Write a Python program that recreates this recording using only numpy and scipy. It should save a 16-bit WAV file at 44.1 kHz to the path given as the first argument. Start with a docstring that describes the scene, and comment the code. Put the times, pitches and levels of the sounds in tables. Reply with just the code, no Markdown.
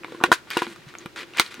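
"""Sharp snaps and short rubs: a thin plastic box of fish hooks is prised open, close by in a small room.
Its catches snap, the lid rubs free and knocks back, then fingers slide in and crack the wall once more.
Each snap rings the walls, the flexed panel and the air inside; rubbing is a stream of tiny slips.
The hollow of the box hums under the grip and the hooks tick as they shift."""
import sys
import numpy as np
from scipy import signal
from scipy.fft import rfft, irfft
from scipy.io import wavfile

SR = 44100
rng = np.random.default_rng(int(sys.argv[2]) if len(sys.argv) > 2 else 0)


def wav_out(sig):
    """Save sig, one row per channel (or a flat mono array), as 16-bit PCM at SR to the path in sys.argv[1]."""
    wavfile.write(sys.argv[1], SR, np.round(np.clip(np.atleast_2d(sig).T, -1, 1) * 32767).astype(np.int16))


N = 70560
TIME_S = np.arange(N) / SR
RING_S = TIME_S[:SR // 3]

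# Background noise spectrum. Each row: frequency in Hz, relative level in dB.
FLOOR_SPECTRUM = [(25, -15), (60, -9), (140, 1.5), (300, -3.5), (500, -5.5), (650, -8), (1500, -7),
                  (4000, -13), (9000, -24), (16000, -31)]
# Hum of the hollow under the grip. Each row: time in seconds, level in dB.
HUM_LEVELS = [(0, -51.5), (.08, -44.5), (.15, -47.5), (.23, -39), (.295, -30), (.37, -61.5), (.46, -55.5),
              (.68, -45.5), (.82, -61), (.95, -56), (1.03, -47.5), (1.11, -54), (1.2, -48.5), (1.33, -53.5),
              (1.5, -60), (1.6, -49.5)]
# Air resonances driven by the grip. Each row: frequency in Hz, relative level in dB, width in Hz.
HUM_MODES = [(335, -0.5, 47), (519, -13, 47), (243, -13, 44)]
# Dull low bumps. Each row: start in seconds, level in dB, frequency in Hz, T60 in seconds.
LOW_BUMPS = [(0.317, -19, 59, 0.022), (0.667, -27, 235, 0.068), (0.71, -35, 209, 0.069),
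             (0.786, -39.5, 170, 0.066), (0.867, -31.5, 146, 0.066), (0.936, -61, 187, 0.095),
             (1.057, -20, 181, 0.023), (1.399, -33, 68, 0.028), (1.578, -36, 237, 0.13),
             (1.594, -26, 270, 0.12)]
# Hooks touching. Each row: start in seconds, level in dB, pitch in Hz.
HOOK_TICKS = [(0.8875, -44.5, 6100), (0.9856, -26.5, 6520), (1.5510, -36, 6030)]
# Hook resonances. Each row: pitch ratio, relative level in dB, T60 in seconds.
WIRE_MODES = [(.72, -17, 0.0043), (1, 0.5, 0.0068), (1.08, -27, 0.0075), (1.4, -29, 0.0046)]
# Fingers rustling on the box. Each row: time in seconds, level in dB.
RUSTLE_LEVELS = [(0, -71), (.07, -51), (.15, -49), (.19, -53), (.28, -52), (.38, -45.5), (.455, -91),
                 (.48, -51.5), (.73, -55.5), (.81, -55), (.855, -59), (.89, -47), (.975, -65),
                 (1.01, -46.5), (1.11, -69), (1.26, -57), (1.49, -48), (1.6, -48)]
# Plastic and skin sliding. 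Each row: start and length in seconds, start level, end level and treble in dB.
RUB_STROKES = [(0.043, 0.017, -26, -64, -15), (0.224, 0.037, -50, -29.5, 1),
               (0.319, 0.023, -21.5, -28, 11.5), (0.507, 0.056, -28, -39, 0.5),
               (0.575, 0.02, -30, -27.5, 1.5), (0.599, 0.025, -49, -37, 0.5),
               (0.624, 0.032, -36.5, -39.5, 2.5), (0.672, 0.058, -49.5, -46, 9.5),
               (1.158, 0.073, -32.5, -39, -0.5), (1.343, 0.02, -39, -40.5, -8),
               (1.364, 0.0065, -32, -34, -7), (1.377, .017, -19.5, -26, -1.5),
               (1.41, 0.017, -26, -35.5, 3.5), (1.436, 0.041, -45.5, -42.5, 6.5),
               (1.505, 0.018, -48, -42, 4)]
# Spectrum of slips on plastic. Each row: frequency in Hz, relative level in dB.
SLIP_SPECTRUM = [(100, -35), (340, -6), (510, -2.5), (650, -16.5), (1000, -4), (1420, -1.5), (1700, 2),
                 (2300, 0), (3000, -3.5), (4200, -6), (5800, -14.5), (9000, -19.5), (16000, -38)]
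# Wall resonances. Each row: frequency in Hz, relative level in dB, base T60 in seconds.
PLASTIC_MODES = [(778, -9.5, 0.02), (846, -15, 0.041), (967, -8.5, 0.021), (1153, -8, 0.028),
                 (1430, -2, 0.026), (1588, -18, .05), (1922, -10.5, 0.029), (2424, -4.5, 0.012),
                 (2950, -10.5, 0.017), (3280, -9.5, 0.0084), (3958, -7, 0.011), (4540, -14, 0.0047),
                 (6440, -46, 0.0036), (8170, -15, 0.0086), (11100, -39, 0.0024)]
# Air in the box, struck. Each row: frequency in Hz, relative level in dB, T60 in seconds.
HOLLOW_MODES = [(355, -16, .05), (475, -19, 0.038)]
# The plastic buckles or is knocked. Each row: start in seconds, level in dB, panel pitch in Hz,
# panel, hollow and treble gains in dB, T60 factor.
BOX_SNAPS = [ (0.0345, -25, 2470, -3, -15, -26, 0.42), (0.0455, -22, 2270, -1, 2, -16, 0.55),
             (0.0820, -47.5, 1040, 13.5, 22, -6, 1), (0.1215, -38.5, 487, 10.5, -10, -6, 2.3),
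             (0.1475, -42, 1045, 9, 27.5, -12, 1.6), (0.2040, -31, 1210, 5.5, -4, -37, 0.69),
             (0.2125, -24, 920, 2.5, 14, -35, 2.3), (0.2245, -31.5, 1160, 5, -14, -19, 1.8),
             (0.2381, -1.5, 1096, -3.5, 3, -7, 1.165), (0.3169, -7, 997, 8, 8.5, -13, 0.89),
             (0.3185, -12, 1479, 8, -6, -1, 1.28), (0.3262, -17, 1550, 14.5, -24, -20, 0.98),
             (0.3370, -52, 1500, -16, -24, 18, 1), (0.472, -41, 1220, -13, -6, -23, 3),
             (0.504, -22.5, 4650, 6.5, -4, 12, 0.24), (0.5688, -16, 936, 4.5, 17.5, -16, 1.6),
             (0.5715, -25, 2800, 8.5, -15, 10, 1.4), (0.6200, -17.5, 968, 7, 13, -11, 1.17),
             (0.6225, -29, 1600, 10, -19, 4, 1), (0.6670, -27, 2230, -1.5, 10.5, -6, 0.84),
             (0.761, -42, 1230, 7, -17, 3.5, 1.2), (0.9395, -32.5, 1390, -7, -2, -6.5, 0.42),
             (0.9520, -26, 2320, 2.5, -26, -16, 0.43), (1.0595, -29.5, 2410, 1.5, 12.5, -2.5, 1.15),
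             (1.1610, -35, 1590, 2, -24, 6, 0.66), (1.1980, -43.5, 2000, 15, 3, 5, 0.96),
             (1.212, -43, 2240, 19.5, -6, 16, 0.4), (1.3365, -42, 2720, 12.5, -9, 0, 0.56),
             (1.3720, -28.5, 2020, 8, -10, 11, 0.59), (1.3974, -3.5, 2160, 4.5, -5, 4, 0.49),
             (1.3975, -19, 4240, 17.5, -34, 22, 0.24), (1.4062, -26, 3930, -2, 7, 9, 0.84),
             (1.4630, -38, 4140, 14, -10, 10, 0.3), (1.5422, -38, 1500, -21.5, -12, 8, 1.4)]
# Room tails. Each row: level in dB, T60 in seconds, low-pass in Hz, left-right likeness from 0 to 1.
ROOM_TAILS = [(-8.5, 0.069, 23000, 0.24), (-20, 0.23, 20000, 0.39)]


def from_db(db):
    """Decibels to gain."""
    return 10 ** (np.asarray(db) / 20)


def unit_rms(x):
    """Scale to RMS 1."""
    return x / np.sqrt(np.mean(x ** 2) + 1e-20)


def cut(x, hz, kind, order=2):
    """Butterworth low- or high-pass."""
    sos = signal.butter(order, np.clip(hz, 10, SR / 2 - 100), kind, fs=SR, output="sos")
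    return signal.sosfilt(sos, x)


def shelf(x, hz, db):
    """Raise or lower everything above hz."""
    w, g = 2 * np.pi * hz, from_db(db / 2)
    b, a = signal.bilinear([g, w * np.sqrt(2 * g), w * w], [1 / g, w * np.sqrt(2 / g), w * w], SR)
    return signal.lfilter(b, a, x)


def colour(x, spectrum):
    """Minimum-phase filter with the given spectrum; output at RMS 1."""
    hz, db = np.transpose(spectrum)
    bins_hz = np.fft.rfftfreq(4096, 1 / SR) + 1
    gains = from_db(np.interp(np.log(bins_hz), np.log(hz), db))
    cepstrum = irfft(np.log(gains))
    causal = np.arange(len(cepstrum)) < len(cepstrum) // 2
    response = irfft(np.exp(rfft(2 * cepstrum * causal)))
    return unit_rms(signal.fftconvolve(x, response)[:N])


def envelope(points):
    """Gain along (seconds, dB) points."""
    return from_db(np.interp(TIME_S, *np.transpose(points)))


def decay(t60_s):
    """Exponential fall, 60 dB in t60_s."""
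    return np.exp(-np.log(1000) * RING_S / t60_s)


def mode(hz, db, t60_s):
    """One struck resonance."""
    return from_db(db) * decay(t60_s) * np.sin(2 * np.pi * hz * RING_S)


def widen(side, db):
    """Stereo side signal: added left, subtracted right."""
    return from_db(db) * side * np.array([[1], [-1]])


def add(out, start_s, sound):
    """Mix a sound in at start_s."""
    i = int(start_s * SR)
    out[..., i:i + sound.shape[-1]] += sound[..., :N - i]


def noise_floor():
    """Quiet, steady, dull noise, wide in stereo."""
    mid, side = (colour(rng.standard_normal(N), FLOOR_SPECTRUM) for _ in range(2))
    return from_db(-53) * (mid + widen(side, db=-2.5))


def room(x, delay_s=0.0023):
    """Dense near reflections and a faint longer tail."""
    response = 0
    for db, t60_s, top_hz, likeness in ROOM_TAILS:
        mid, side = rng.standard_normal((2, len(RING_S))) * decay(t60_s) * (RING_S > delay_s)
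        tail = np.sqrt(1 + likeness) * mid + np.sqrt(1 - likeness) * widen(side, db=0)
        tail = cut(tail / np.sqrt(2 * np.sum(mid ** 2)), top_hz, "low", order=1)
        response += from_db(db) * cut(tail, hz=650, kind="high", order=1)
    return signal.fftconvolve(x, response, axes=1)[:, :N]


def grip_hum():
    """The grip keeps the air in the box humming."""
    hum = 0
    for hz, db, width_hz in HUM_MODES:
        resonator = signal.iirpeak(hz, hz / width_hz, SR)
        hum += from_db(db) * unit_rms(signal.lfilter(*resonator, rng.standard_normal(N)))
    return envelope(HUM_LEVELS) * unit_rms(cut(hum, hz=612, kind="low", order=6))


def low_bumps(attack_s=0.0033):
    """Dull low bumps: handling knocks and short bass thuds under two loud snaps."""
    out = np.zeros(N)
    for start_s, db, hz, t60_s in LOW_BUMPS:
        add(out, start_s, mode(hz, db, t60_s) * (1 - np.exp(-RING_S / attack_s)))
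    return out


def hooks():
    """Short, bright ticks of wire damped by the heap."""
    out = np.zeros(N)
    for start_s, db, hz in HOOK_TICKS:
        tick = sum(mode(hz * ratio, db + mode_db, t60_s) for ratio, mode_db, t60_s in WIRE_MODES)
        add(out, start_s, tick)
    return out


def friction(slips_per_s, spread_db, ring_db=-11, ring_t60_s=0.15):
    """Tiny random slips, coloured by the plastic and ringing its walls."""
    sizes = from_db(spread_db * np.minimum(rng.exponential(1, N), 4)) * rng.choice([-1, 1], N)
    slips = colour(sizes * (rng.random(N) < slips_per_s / SR), SLIP_SPECTRUM)
    walls = sum(from_db(db) * np.cos(2 * np.pi * hz * RING_S) for hz, db, _ in PLASTIC_MODES)
    ringing = unit_rms(signal.fftconvolve(slips, walls * decay(ring_t60_s))[:N])
    return unit_rms(slips + from_db(ring_db) * ringing)


def rubs(catch_depth_db=2, catch_top_hz=92, attack_s=0.006, release_s=0.0082):
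    """Sliding strokes that catch and let go, over a light finger rustle."""
    catching = from_db(catch_depth_db * unit_rms(cut(rng.standard_normal(N), catch_top_hz, "low")))
    out = envelope(RUSTLE_LEVELS) * friction(slips_per_s=2200, spread_db=0)
    sliding = unit_rms(catching * friction(slips_per_s=5000, spread_db=1))
    for start_s, length_s, start_db, end_db, treble_db in RUB_STROKES:
        attack = np.clip((TIME_S - start_s) / attack_s, 0, 1)
        release = np.exp(-np.maximum(TIME_S - start_s - length_s, 0) / release_s)
        gain = envelope([(start_s, start_db), (start_s + length_s, end_db)])
        out += attack * release * gain * shelf(sliding, hz=5800, db=treble_db)
    return out


def wall_ring(t60_factor, tension_spread=0.02, strike_spread_db=2):
    """Struck wall modes; the grip retunes them a little for each snap."""
    out = 0
    for k, (hz, db, t60_s) in enumerate(PLASTIC_MODES):
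        detune, strike_db = rng.standard_normal(2) * [tension_spread, strike_spread_db]
        ring = mode(hz * (1 + detune), db + strike_db, t60_s * t60_factor)
        polarity, lean = (-1) ** (k // 2), (-1) ** (k + 1)
        out += polarity * (ring + widen(lean * ring, db=-34))  # left and right face different walls
    return out


def crack(t60_factor, base_t60_s=0.009, low_hz=1200, top_hz=4040):
    """Brief noise burst as the plastic gives."""
    mid, side = rng.standard_normal((2, len(RING_S))) * decay(base_t60_s * t60_factor)
    burst = cut(mid + widen(side, db=-5), top_hz, "low", order=1)
    return from_db(1.5) * cut(burst, low_hz, "high")


def snaps(panel_base_t60_s=0.019):
    """Each snap rings the walls, the flexed panel and the air inside, with a crack on top."""
    out = np.zeros((2, N))
    for start_s, db, panel_hz, panel_db, hollow_db, treble_db, t60_factor in BOX_SNAPS:
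        shell = shelf(wall_ring(t60_factor) + crack(t60_factor), hz=2770, db=treble_db)
        panel = mode(panel_hz, panel_db, panel_base_t60_s * t60_factor)
        air = from_db(hollow_db) * sum(mode(*row) for row in HOLLOW_MODES)
        add(out, start_s, from_db(db) * (shell + panel + air))
    return cut(out, hz=184, kind="high")  # a small box radiates little bass


def scene(pan_db=0.7):
    """The box slightly left, in the room, over the noise floor."""
    box = snaps() + rubs() + hooks() + grip_hum() + low_bumps()
    pan = from_db([[pan_db / 2], [-pan_db / 2]])
    return noise_floor() + pan * (box + room(box))


def record(dry, cutoff_hz=16300):
    """The loudest snaps clip; a steep low-pass cuts the top."""
    lowpass = signal.ellip(10, 0.1, 70, cutoff_hz, fs=SR, output="sos")
    return signal.sosfilt(lowpass, np.clip(dry, -1, 1))


dry = scene()
out = record(dry)
wav_out(out)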